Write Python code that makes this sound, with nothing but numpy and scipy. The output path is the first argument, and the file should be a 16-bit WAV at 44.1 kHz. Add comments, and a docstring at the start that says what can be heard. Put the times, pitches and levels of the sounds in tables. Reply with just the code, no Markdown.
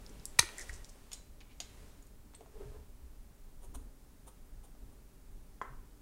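"""A desk with a cutting mat in a small, rumbling room, close to the microphone.
A marker's cap snaps off, scrapes the barrel and squeaks between the fingers. A tiny plug is turned and
pressed down, the felt nib dabs at it, and the marker knocks once. Hands rub and bump the desk softly.
Clicks are contacts ringing a body's modes, scrapes are random micro-slips; the room answers both."""
import sys
import numpy as np
from scipy import signal
from scipy.fft import rfft, irfft, next_fast_len
from scipy.io import wavfile
from scipy.ndimage import uniform_filter1d

SR = 44100
rng = np.random.default_rng(int(sys.argv[2]) if len(sys.argv) > 2 else 0)


def transcribe(signal):
    """Save signal, clipped to [-1, 1], as a 16-bit WAV file at the path in sys.argv[1]."""
    frames = np.atleast_2d(signal).T
    limited = np.clip(frames, -1, 1)
    pcm = np.round(limited * 32767).astype(np.int16)
    wavfile.write(sys.argv[1], SR, pcm)


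N = 265349
T = np.arange(N) / SR

# contacts: start_s, level_db, bright_hz, spread_oct
CAP_HITS = [(0.064, -39, 4796, 0.22), (0.198, -48.5, 4760, 0.36), (0.3888, -20, 4500, 1.5),
            (0.3903, -12.5, 1840, 0.74), (0.3924, -4, 1500, 1.47), (0.3927, -4, 9200, 0.29),
            (0.3947, -7, 6000, 0.59), (0.3950, -12, 5913, 0.33), (0.3956, -8.5, 4000, 0.34),
            (0.4025, -23, 9095, .4), (0.428, -27.5, 1200, 0.98), (0.490, -31, 1590, 1.3),
            (0.583, -28, 7800, 0.36), (0.595, -28, 7500, .7), (0.6935, -38.5, 2800, 1.23),
            (0.846, -39.5, 4500, 0.45)]  # two ticks, snap over the ridge, rattle
PING_HITS = [(0.2549, -22, 9170, .9), (0.2560, -30, 8266, 0.28)]  # cap shifting in its seat
PLUG_HITS = [(1.1177, -33.5, 2630, 1.9), (1.1306, -33, 8700, 0.22), (1.1327, -29, 4600, 1.1),
             (1.4055, -48, 3000, 0.78), (1.6027, -25, 3100, 1.2), (1.6046, -33, 3860, 1.1),
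             (2.025, -51.5, 9040, 0.57), (2.068, -51, 9920, 0.56), (2.337, -49, 1001, 1),
             (2.3505, -42.5, 8420, 0.092), (2.408, -48.5, 1100, 1.5), (2.461, -52.5, 998, 1.02),
             (3.750, -46.5, 4000, 2.3), (4.751, -54.5, 998, .8), (5.618, -47, 5800, 1.46)]  # plug on fingernail, mat and marker
KNOCK_HITS = [(5.6148, -24.5, 1020, 1.22), (5.6187, -32.5, 1240, 1.25), (5.6232, -38.5, 1500, 0.94)]  # barrel

# body resonances: centre_hz, width_hz, level_db
CAP_MODES = [(128.7, 30, -6.5), (496.3, 93, -5), (959, 88, -4), (1250, 110, -8.5), (1500, 110, -7),
             (1877, 73, -3.5), (2140, 300, -1.5), (2650, 300, -5.5), (3570, 160, -9), (3965, 140, -1),
             (4630, 300, -7), (5000, 350, -9.5), (5440, 250, -2), (6200, 310, -3.5), (6350, 200, -12.5),
             (7200, 410, -5.5), (8365, 900, -8), (9600, 130, -2.5), (10660, 900, -7.5),
             (14700, 3700, -13.5)]
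PING_MODES = [(5000, 1500, -9), (7500, 520, -5), (7670, 150, 1), (9600, 600, -10.5), (10500, 500, -9.5),
              (12300, 700, -13)]
PLUG_MODES = [(685, 103, 10.5), (2140, 150, -6), (2940, 620, -8.5), (3530, 300, -4), (4000, 250, -17),
              (4820, 360, -2.5), (5600, 400, -4.5), (6810, 320, 5), (8940, 780, -6), (11700, 1000, -9.5)]
BARREL_MODES = [(410, 31, 6.5), (787, 150, -27), (1028, 65, -1.5), (1250, 105, -9.5), (1430, 86, -9.5),
                (1660, 78, -7.5), (1970, 48, -5.5), (3260, 82, -10.5)]
# plug's metal shell: pitch_hz, level_db, t60_s
SHELL_MODES = [(4005, -35.5, 0.54), (7000, -29, 0.33), (8420, -28, 0.15)]

# bell-shaped strokes: centre_s, sigma_s, level_db
FINGER_RUBS = [(0.1, 0.33, -63.5), (0.6, 0.16, -56.5), (1.0, 0.19, -67), (1.8, 0.16, -64.5),
               (2.66, 0.117, -68)]  # on cap and plug
CAP_SCRAPES = [(0.096, 0.003, -59), (0.607, 0.016, -51), (0.695, 0.005, -50), (0.740, 0.007, -50.5),
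               (0.762, .005, -61), (0.848, 0.0051, -55), (0.897, 0.0057, -57)]  # along the barrel
CAP_SQUEAKS = [(0.588, 0.0038, -47), (0.609, 0.012, -50.5), (0.697, 0.0027, -41.5)]  # on the fingers
PLUG_SCUFFS = [(1.124, 0.0077, -59), (1.415, .005, -57), (1.515, 0.016, -67.5), (2.349, 0.0038, -57)]  # over the mat
PALM_DRAGS = [(1.84, 0.014, -67), (2.422, 0.017, -58), (2.565, 0.016, -57.5), (2.612, 0.009, -49.5),
              (2.64, 0.0072, -51), (2.75, 0.026, -55), (3.79, 0.058, -72.5)]  # over the mat
NIB_DABS = [(3.642, 0.015, -58.5), (3.754, 0.0061, -47.5), (4.282, 0.009, -54), (4.648, 0.01, -60.5),
            (4.93, 0.0072, -68.5)]  # at the plug
# arm movements: centre_s, sigma_s, desk_db, sleeve_db
ARM_MOVES = [(0.15, 0.14, -53, -59), (0.763, .05, -47, -70), (1.814, 0.078, -51, -65.5),
             (2.713, 0.09, -49.5, -69), (3.206, 0.12, -52.5, -86), (3.775, 0.072, -45, -59.5),
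             (4.564, 0.049, -47.5, -75.5), (4.862, 0.068, -53, -65.5), (5.344, 0.055, -50, -71),
             (5.766, .06, -48, -66)]
# low thumps of the desk: start_s, level_db, pitch_hz, t60_s (hand bumps, plus the thumps of the cap's snap and
# the knock)
DESK_BUMPS = [(0.392, -14.5, 116, 0.02), (0.396, -34.5, 67, 0.17), (0.431, -38, 347.4, 0.05),
              (0.692, -30, 55, 0.13), (2.654, -46.5, 125.8, 0.38), (2.766, -41.5, 70.8, 0.35),
              (3.019, -40.5, 61.7, 0.34), (3.764, -51, 273, 0.3), (5.614, -37, 212, 0.016),
              (5.697, -48, 135, 0.24)]

# noise spectra: freq_hz, level_db
HISS_SPECTRUM = [(100, -6), (200, -1.5), (330, -12), (600, -11), (1100, -13.5), (3000, -23.5), (8000, -20),
                 (15500, -20.5)]
RUMBLE_SPECTRUM = [(8, -7.5), (20, 3), (42, -1), (62, -9), (85, -13.5), (120, -19), (200, -33), (400, -74)]
SLEEVE_SPECTRUM = [(50, -34), (120, 1), (190, -3), (280, -3.5), (450, -12), (900, -23.5), (2000, -56.5)]
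SKIN_SPECTRUM = [(150, -11.5), (450, -1), (1000, -8), (2300, -11), (5500, -15), (9000, -14.5), (15000, -26)]
SCRAPE_SPECTRUM = [(1500, -25.5), (3200, -15), (4500, -6), (5600, 1.5), (6800, 0.5), (8200, 0.5),
                   (10500, -9), (12000, -18), (16000, -28.5)]
SCUFF_SPECTRUM = [(400, -4), (900, -4), (1600, -6), (2300, 6), (3300, -1.5), (4200, -1.5), (6000, -10.5),
                  (12000, -26.5)]
MAT_SPECTRUM = [(100, -8.5), (250, -7), (360, -2), (440, 11.5), (520, -5), (1000, -12.5), (2500, -28.5),
                (6000, -46.5), (14000, -49)]
NIB_SPECTRUM = [(150, -15), (300, 5.5), (900, 7.5), (2000, -14), (3500, -7), (5000, -19.5), (6800, -5),
                (8000, -9.5), (9300, 4), (10500, -9), (12500, -10), (16000, -18)]

# room decay: freq_hz, t60_s
ROOM_DECAY = [(150, 0.25), (800, 0.47), (2000, 0.5), (5500, 0.33), (9000, 0.31), (15000, .33)]
# standing waves over the desk: freq_hz, gain_db
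STANDING_WAVES = [(100, 0.5), (135, -2.5), (215, -0.5), (250, 1), (300, 1.5), (338, -4), (390, 3.5),
                  (440, 1), (505, -3), (585, 2.5), (680, -3), (790, 1), (1000, 0.5)]


def amp(db):
    """Decibels to gain."""
    return 10 ** (np.asarray(db) / 20)


def unit_rms(x):
    """Scale to rms 1."""
    return x / np.sqrt(np.mean(x ** 2) + 1e-20)


def log_interp(points, hz):
    """Interpolate (freq_hz, value) points on a log frequency axis."""
    freq_hz, values = np.transpose(points)
    return np.interp(np.log(hz + 1), np.log(freq_hz + 1), values)


def filtered(x, response):
    """Zero-phase filter with gain response(hz)."""
    size = next_fast_len(N + SR // 2)
    return irfft(rfft(x, size) * response(np.fft.rfftfreq(size, 1 / SR)), size)[:N]


def coloured(x, spectrum):
    """Filter by a (freq_hz, level_db) curve."""
    return filtered(x, lambda hz: amp(log_interp(spectrum, hz)))


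def noise(spectrum):
    """Coloured noise, rms 1."""
    return unit_rms(coloured(rng.standard_normal(N), spectrum))


def add(track, start_s, sound):
    """Mix a sound in at start_s."""
    part = track[round(start_s * SR):][:len(sound)]
    part += sound[:len(part)]


def swells(strokes, rest_db):
    """Gain over time: bell-shaped swells above a resting level."""
    power = sum(amp(db) ** 2 * np.exp(-((T - centre_s) / sigma_s) ** 2)
                for centre_s, sigma_s, db in strokes)
    return np.sqrt(amp(rest_db) ** 2 + power)


def ring(modes, bright_hz, spread_oct, rolloff, size=4096):
    """Body response, peak 1, to a contact favouring the modes near bright_hz."""
    hz = np.fft.rfftfreq(size, 1 / SR) + 1
    power = sum(amp(db) ** 2 * (hz * width_hz) ** 2
                / ((centre_hz ** 2 - hz ** 2) ** 2 + (hz * width_hz) ** 2)
                for centre_hz, width_hz, db in modes)
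    contact = (1 + (np.log2(hz / bright_hz) / spread_oct) ** 2) ** -rolloff
    cepstrum = irfft(np.log(np.sqrt(power) * contact + 1e-9))
    wave = irfft(np.exp(rfft(2 * cepstrum[:size // 2], size)))  # minimum phase
    return wave / np.abs(wave).max()


def echoes(near_db, near_t60_s, room_db):
    """Two impulse responses: direct sound plus scatter from things on the desk; room tail."""
    hz = np.fft.rfftfreq(256, 1 / SR)
    t = T[:SR // 2]
    frames_s = t[::128]
    decay = amp(-60 * frames_s / log_interp(ROOM_DECAY, hz)[:, None])
    bins = rng.standard_normal((len(hz), 2 * len(frames_s))).view(complex)
    tail = signal.istft(bins * decay)[1]
    t = t[:len(tail)]
    tail *= 1 - np.exp(-t / 0.0033)
    scatter = rng.standard_normal(len(t)) * amp(-60 * t / near_t60_s) * (1 - np.exp(-t / 0.0006))
    near = (t == 0) + amp(near_db) * scatter / np.linalg.norm(scatter)
    return near, amp(room_db) * tail / np.linalg.norm(tail)


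def clicks(hits, modes, rolloff, grind_db, near_db, near_t60_s, room_db, blur):
    """Each contact strikes, grinds for about 1 ms and rings the body."""
    out, t = np.zeros(N), T[:128]
    # the room hears all sides of the body at once: each mode widens by blur * hz
    blurred = [(hz, width_hz + hz * blur, db + 10 * np.log10(width_hz / (width_hz + hz * blur)))
               for hz, width_hz, db in modes]
    previous_s = -np.inf
    for start_s, db, bright_hz, spread_oct in hits:
        if start_s - previous_s > 0.02:  # closer contacts share their echoes
            near, tail = echoes(near_db, near_t60_s, room_db)
        previous_s = start_s
        grind = rng.standard_normal(len(t)) * t * np.exp(-(t / 0.0007) ** 2)
        force = (t == 0) + amp(grind_db) * grind / np.linalg.norm(grind)
        direct = np.convolve(force, ring(modes, bright_hz, spread_oct, rolloff))
        diffuse = ring(blurred, bright_hz, spread_oct, rolloff)
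        diffuse *= np.linalg.norm(direct) / np.linalg.norm(diffuse)
        add(out, start_s, amp(db) * signal.fftconvolve(direct, near))
        add(out, start_s, amp(db) * signal.fftconvolve(diffuse, tail))
    return out


def friction(strokes, spectrum, slips_per_s, room_db):
    """Random micro-slips, coloured by the surface, swell and fade with each stroke."""
    force = np.zeros(N)
    for centre_s, sigma_s, db in strokes:
        u = np.arange(-np.pi, np.pi, 1 / (sigma_s * SR))
        add(force, centre_s - np.pi * sigma_s, amp(db) * np.exp(-u ** 2 / 2))
    slips = rng.standard_normal(N) * (rng.random(N) < slips_per_s / SR)
    rub = force * unit_rms(coloured(slips, spectrum))
    return signal.fftconvolve(rub, sum(echoes(near_db=-20, near_t60_s=0.062, room_db=room_db)))[:N]


def background(hiss_db=-68, rumble_db=-57):
    """Steady hiss over the room's low rumble."""
    return amp(hiss_db) * noise(HISS_SPECTRUM) + amp(rumble_db) * noise(RUMBLE_SPECTRUM)


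def hands():
    """Arms shake the desk and brush a sleeve over it; fingers rub, the palm drags."""
    moves = np.array(ARM_MOVES)
    desk = swells(moves[:, [0, 1, 2]], rest_db=-59) * noise(RUMBLE_SPECTRUM)
    sleeve = swells(moves[:, [0, 1, 3]], rest_db=-66) * noise(SLEEVE_SPECTRUM)
    skin = swells(FINGER_RUBS, rest_db=-74.5) * noise(SKIN_SPECTRUM)
    palm = friction(PALM_DRAGS, MAT_SPECTRUM, slips_per_s=1300, room_db=-5.5)
    return desk + sleeve + skin + palm


def cap():
    """The cap pings in its seat, snaps over its ridge in quick contacts and scrapes off."""
    ping = clicks(PING_HITS, PING_MODES, rolloff=1.0, grind_db=-10.5,
                  near_db=-7, near_t60_s=0.04, room_db=-11, blur=0.06)
    snap = clicks(CAP_HITS, CAP_MODES, rolloff=1.05, grind_db=-7.5,
                  near_db=-12.5, near_t60_s=0.1, room_db=-17.5, blur=0.11)
    scrape = friction(CAP_SCRAPES, SCRAPE_SPECTRUM, slips_per_s=1100, room_db=-7.5)
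    return ping + snap + scrape


def desk_bumps():
    """A leaning hand, the cap's snap or the marker's knock sets off a low, damped swing of the desk top."""
    out, t = np.zeros(N), T[:SR // 2]
    for start_s, db, hz, t60_s in DESK_BUMPS:
        attack = 1 - np.exp(-t * hz * 2)
        add(out, start_s, attack * amp(db - 60 * t / t60_s) * np.sin(2 * np.pi * hz * t))
    return out


def cap_squeaks(pitch_hz=1980):
    """Skin sticks and slips on the cap: a ragged tone that sags as each slip runs out."""
    out = np.zeros(N)
    for centre_s, sigma_s, db in CAP_SQUEAKS:
        u = np.arange(-np.pi, np.pi, 1 / (sigma_s * SR))
        jitter = unit_rms(uniform_filter1d(rng.standard_normal(len(u)), size=40))
        hz = pitch_hz * (1 - 0.0476 * np.tanh(u) + 0.078 * jitter)
        tone = np.sqrt(2) * np.sin(2 * np.pi * np.cumsum(hz) / SR)
        add(out, centre_s - np.pi * sigma_s, amp(db) * np.exp(-u ** 2 / 2) * tone)
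    return signal.fftconvolve(out, sum(echoes(near_db=-27, near_t60_s=0.039, room_db=-11.5)))[:N]


def plug():
    """The plug's little board ticks as it is turned; its edge scuffs the mat."""
    ticks = clicks(PLUG_HITS, PLUG_MODES, rolloff=1.11, grind_db=-2.5,
                   near_db=-1.5, near_t60_s=0.063, room_db=-7.5, blur=0.13)
    scuffs = friction(PLUG_SCUFFS, SCUFF_SPECTRUM, slips_per_s=4000, room_db=-7)
    return ticks + scuffs


def plug_shell():
    """Each contact leaves the thin metal shell ringing, favouring modes near bright_hz."""
    out, t = np.zeros(N), T[:SR // 2]
    for start_s, db, bright_hz, spread_oct in PLUG_HITS:
        for hz, mode_db, t60_s in SHELL_MODES:
            coupling = 1 / (1 + (np.log2(hz / bright_hz) / spread_oct) ** 2)
            tone = np.sin(2 * np.pi * (hz * t + rng.random()))
            add(out, start_s, coupling * amp(db + mode_db - 60 * t / t60_s) * tone)
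    return out


def nib():
    """Felt scratches across the plug's end in dense slips."""
    return friction(NIB_DABS, NIB_SPECTRUM, slips_per_s=12000, room_db=-8.5)


def barrel_knock():
    """Three quick contacts ring the marker's barrel as one dull knock."""
    return clicks(KNOCK_HITS, BARREL_MODES, rolloff=1.85, grind_db=-11.5,
                  near_db=-12, near_t60_s=0.066, room_db=-8, blur=0.09)


def scene():
    """Mono mix; standing waves colour the hands and background."""
    sustained = coloured(hands() + background(), STANDING_WAVES)
    marker = cap() + cap_squeaks() + barrel_knock()
    return (sustained + marker + desk_bumps() + plug() + plug_shell() + nib())[None]


def record(dry):
    """Brick-wall low-pass."""
    cutoff_hz = 15800
    return np.array([filtered(x, lambda hz: hz < cutoff_hz) for x in dry])


dry = scene()
out = record(dry)
transcribe(out)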